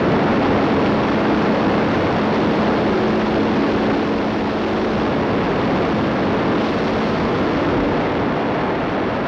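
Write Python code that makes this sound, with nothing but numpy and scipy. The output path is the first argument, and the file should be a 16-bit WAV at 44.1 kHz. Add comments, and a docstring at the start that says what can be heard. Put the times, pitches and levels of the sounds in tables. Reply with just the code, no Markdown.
"""The two-stroke engine of an ultralight trike drones in flight, slowly gaining speed.
It fires twice a turn and drives a geared propeller, whose two blades chop the air and add lower notes.
Wind rushing past the seat half buries both. It buffets the microphone and overloads it softly.
The whole sound is dull, with little treble and a faint tape hiss."""
import sys
import numpy as np
from scipy import signal
from scipy.io import wavfile
from scipy.ndimage import uniform_filter1d

SR = 44100
rng = np.random.default_rng(int(sys.argv[2]) if len(sys.argv) > 2 else 0)


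def dump(signal):
    """Clip the signal to [-1, 1] and save it as 16-bit WAV at the path in sys.argv[1]."""
    limited = np.clip(np.atleast_2d(signal).T, -1, 1)
    pcm = np.round(limited * 32767).astype(np.int16)
    wavfile.write(sys.argv[1], SR, pcm)


N = 408807

# All levels in these tables are relative: the functions add further gains.
# How fast the engine's crankshaft spins. Each row: time in seconds, turns per second.
CRANK_SPEED = [(0.0, 105.8), (0.3, 106.3), (2.61, 106.9), (3.41, 108.4), (5.06, 108.1), (5.41, 107.3),
               (6.16, 108.3), (6.51, 109.6), (7.77, 111.4), (9.27, 111.6)]
# How loud the firing note is as the trike turns. Each row: time in seconds, level in dB.
FIRING_LEVEL = [(0.0, -33), (1.35, -23.5), (1.85, -28), (3.01, -24), (5.31, -30), (5.56, -42), (5.76, -27),
                (6.06, -34), (6.97, -26.5), (7.52, -32.0), (7.67, -43), (7.97, -37.5), (8.07, -42.5),
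                (9.27, -44)]
# The exhaust's other tones. Each row: multiple of the crank speed, level in dB.
EXHAUST_TONES = [(1, -12), (3, 1.5), (4, -1.5), (5, -15), (6, -16.5), (7, -10), (8, -12.5), (9, -11.5)]

# Three groups of propeller tones. Each row: multiple of the rate at which blades pass, level in dB.
STEADY_TONES = [(1, -42.5), (2, -36), (5, -38)]
ODD_TONES = [(3, 0.8), (7, -17.5)]
EVEN_TONES = [(4, 1.5), (6, -9.5), (8, -16.5)]
# How the odd and even groups fade in and out. Each row: time in seconds, level in dB.
ODD_FADES = [(0.0, -27.5), (1.7, -29.5), (2.3, -40), (2.71, -33), (3.01, -41), (3.41, -25.5), (4.51, -29),
             (4.76, -49), (5.11, -30), (7.02, -36), (7.67, -25.5), (8.22, -41), (8.37, -32), (9.27, -36)]
EVEN_FADES = [(0.0, -39), (1.75, -43), (1.95, -40), (2.66, -44), (2.96, -25.5), (3.46, -34.5),
              (3.66, -27.2), (4.46, -38.5), (4.71, -25.5), (5.11, -38.5), (6.36, -47), (6.81, -30),
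              (7.52, -43), (9.27, -41.3)]
# Tones from slightly unequal blades. Each row: multiple of the propeller speed, level in dB.
IMBALANCE_TONES = [(1, -52), (5, -38.5), (7, -48)]

# The wind's tone colour. Each row: frequency in Hz, level in dB.
WIND_COLOUR = [(25, -26.5), (45, -7), (70, -8), (100, -3), (160, 0.4), (300, 2.5), (500, -0.28), (1000, -7),
               (2000, -15.5), (3200, -23), (4500, -29.5), (6300, -37), (8000, -38)]
# The frequencies in Hz where the wind's rumble, buffeting, roar and hiss each take over.
WIND_ZONES_HZ = [45, 110, 800, 3000]
# The deepest rumble. Each row: time in seconds, level in dB.
RUMBLE_LEVEL = [(0.0, -2), (0.3, -5.5), (0.4, -1.2), (2.2, -0.7), (2.46, -5.6), (3.01, 3.5), (3.41, 1),
                (3.86, 7), (4.21, -3.5), (5.06, 4), (5.51, -1), (7.52, 3), (7.72, 10), (8.12, 0.1),
                (9.27, -3.5)]
# Rough air striking the microphone. 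Each row: time in seconds, level in dB.
BUFFET_LEVEL = [(0.0, 5), (1.05, -0.5), (2.15, 3.5), (2.3, 0), (2.46, 4), (2.96, -4), (3.96, -2.5),
                (4.06, -5.5), (4.81, -6.5), (4.96, -0.5), (6.21, 3), (6.86, -2.5), (7.72, 3.0), (8.02, 1),
                (8.77, -1.5), (9.27, -0.1)]
# Air flowing past the microphone, which drives roar and hiss. Each row: time in seconds, level in dB.
AIRFLOW_LEVEL = [(0.0, 2), (0.35, 2.5), (0.5, 2), (2.41, 0.6), (2.56, 1.3), (3.01, -0.2), (3.91, -0.5),
                 (4.06, -2.5), (4.91, -1.7), (5.06, -0.6), (5.66, 0.5), (5.91, -0.7), (6.51, 0.8),
                 (6.71, -1.5), (7.52, -0.0), (8.72, 0.0), (9.27, -1)]
# The hiss dulls as the trike levels out. Each row: time in seconds, treble tilt in dB per octave.
HISS_TILT = [(0.0, -1.5), (0.7, -0.15), (4.91, 2), (5.26, -0.9), (6.06, 0.5), (6.51, -1.0), (6.66, 3.5),
             (8.57, -4), (9.27, -3.5)]
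# How the wind trembles. Each row: frequency in Hz, share of the flutter, depth of the engine's rasp.
WIND_TEXTURE = [(350, 0.15, 0.073), (800, 0.96, 0.2), (1500, 0.9, .22), (3000, 0.71, 0.32), (5000, 1, 0.12)]


def engine(crank_angle, firing_db, swing_db, buffet_db):
    """Two firings a turn make the main note; the other exhaust tones follow it and fade in rough air."""
    firing = from_db(firing_db) * shaft_tones(crank_angle, [(2, 0)], waver_db=0.5, smear=0.089)
    exhaust_db = -35.5 + 0.5 * swing_db - 0.42 * buffet_db
    exhaust = from_db(exhaust_db) * shaft_tones(crank_angle, EXHAUST_TONES, waver_db=1.0, smear=0.31)
    return firing + exhaust


def propeller(crank_angle, swing_db, gear_ratio=0.4325):
    """Two blades chop the air; some tones gently follow the engine's level, others fade on their own."""
    shaft_angle = gear_ratio * crank_angle
    blade_angle = 2 * shaft_angle
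    odd_db, = over_time(ODD_FADES)
    even_db, = over_time(EVEN_FADES)
    steady = from_db(0.35 * swing_db) * shaft_tones(blade_angle, STEADY_TONES, waver_db=1.0, smear=0.3)
    odd = from_db(odd_db) * shaft_tones(blade_angle, ODD_TONES, waver_db=-0.5, smear=0.24)
    even = from_db(even_db) * shaft_tones(blade_angle, EVEN_TONES, waver_db=1.0, smear=0.25)
    imbalance = shaft_tones(shaft_angle, IMBALANCE_TONES, waver_db=3.0, smear=0.69)
    return steady + odd + even + imbalance


def shaft_tones(angle, tones, waver_db, smear):
    """A spinning shaft hums; rough air shakes each tone's level and phase (smear, in radians)."""
    out = np.zeros(N)
    for multiple, db in tones:
        phase = multiple * angle + rng.uniform(0, 2 * np.pi) + smear * drift(6)
        out += np.sqrt(2) * from_db(db + waver_db * drift(6.2)) * np.sin(phase)
    return out


def wind(crank_angle, buffet_db, flutter_db=1.53, patchy_db=0.26, tilt_from_hz=1920):
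    """Rushing air makes noise that swells in gusts, flutters as it swirls and rasps with the engine."""
    flow_db, = over_time(AIRFLOW_LEVEL)
    tilt_db, = over_time(HISS_TILT)
    rumble_db, = over_time(RUMBLE_LEVEL)
    hiss_db = 0.62 * flow_db
    gusts_db = np.array([rumble_db, buffet_db, flow_db, hiss_db])
    swirl_db = flutter_db * drift(190)
    throb = np.cos(3 * crank_angle)  # three pulses a turn
    edges_hz = 22 * 2 ** (np.arange(27) / 3)  # three bands to an octave
    noises, out = rng.standard_normal((2, N)), np.zeros(N)
    for k, (low, high) in enumerate(zip(edges_hz, edges_hz[1:])):
        hz = np.sqrt(low * high)
        # Each band follows the gusts of the zones nearest to it.
        shares = [np.interp(np.log(hz), np.log(WIND_ZONES_HZ), row) for row in np.eye(len(gusts_db))]
        db = at_hz(WIND_COLOUR, hz)[0] + np.dot(shares, gusts_db)
        tilted_octaves = np.clip(np.log2(hz / tilt_from_hz), 0, 1.4)
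        db += tilted_octaves * tilt_db
        flutter_share, rasp_depth = at_hz(WIND_TEXTURE, hz)
        db += flutter_share * swirl_db + patchy_db * drift(13)
        out += filtered(noises[k % 2], [low, high], "band") * from_db(db) * (1 + rasp_depth * throb)
    return unit_level(out)


def tape_hiss(sound):
    """Faint hiss that swells with the treble on the tape."""
    treble_level = running_level(filtered(sound, 3720, "high", order=4))
    hiss = unit_level(filtered(rng.standard_normal(N), 6000, "low", order=1))
    return from_db(-21.5) * treble_level * hiss


def from_db(db):
    """Turn decibels into a number to multiply by."""
    return 10 ** (np.asarray(db) / 20)


def unit_level(x):
    """Scale a signal so that its average (rms) level is 1."""
    return x / np.sqrt(np.mean(x ** 2) + 1e-20)


def running_level(x):
    """The average (rms) level over about a fifth of a second around each sample."""
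    return np.sqrt(uniform_filter1d(x ** 2, size=8000) + 1e-12)


def over_time(rows):
    """Read a time table at every sample, one curve per value column."""
    seconds, *columns = np.transpose(rows)
    return [np.interp(np.arange(N) / SR, seconds, column) for column in columns]


def at_hz(rows, hz):
    """Read a frequency table at one frequency."""
    frequencies, *columns = np.transpose(rows)
    return [np.interp(np.log(hz), np.log(frequencies), column) for column in columns]


def filtered(x, hz, kind, order=2):
    """Keep the lows, the highs or one band; a higher order cuts more sharply."""
    return signal.sosfilt(signal.butter(order, hz, kind, fs=SR, output="sos"), x)


def drift(rate):
    """A smooth random wobble of typical size 1, changing about rate times a second."""
    step = 40  # samples between random points
    pole = np.exp(-2 * np.pi * step * rate / SR)
    noise = rng.standard_normal(N // step + 2002)
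    smooth = signal.lfilter([1], [1, -2 * pole, pole * pole], noise)[2000:]  # skip the filter's warm-up
    return np.interp(np.arange(N) / step, np.arange(len(smooth)), unit_level(smooth))


def scene():
    """Engine, propeller and wind meet at one microphone."""
    crank_angle = 2 * np.pi * np.cumsum(over_time(CRANK_SPEED)[0]) / SR
    firing_db, = over_time(FIRING_LEVEL)
    buffet_db, = over_time(BUFFET_LEVEL)
    swing_db = firing_db - firing_db.mean()
    drone = engine(crank_angle, firing_db, swing_db, buffet_db) + propeller(crank_angle, swing_db)
    return (from_db(0.5) * drone + from_db(-18.5) * wind(crank_angle, buffet_db))[None]


def record(dry, headroom_db=2.5, boost_db=2.5, treble_hz=5700, bass_hz=34, cutoff_hz=12500):
    """The microphone overloads and squashes the peaks; bass and treble are cut and tape hiss joins in."""
    ceiling = from_db(headroom_db) * running_level(dry)
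    squashed = from_db(boost_db) * ceiling * np.tanh(dry / ceiling)
    # Shifting the phase of the bass makes the flattened peaks slope.
    sloped = squashed - 2 * filtered(squashed, 45, "low", order=1)
    dull = filtered(sloped, treble_hz, "low", order=6)
    dull = filtered(dull, bass_hz, "high")
    steep_cut = signal.ellip(10, .1, 80, cutoff_hz, fs=SR, output="sos")
    return signal.sosfilt(steep_cut, dull + tape_hiss(dull))


dry = scene()
out = record(dry)
dump(out)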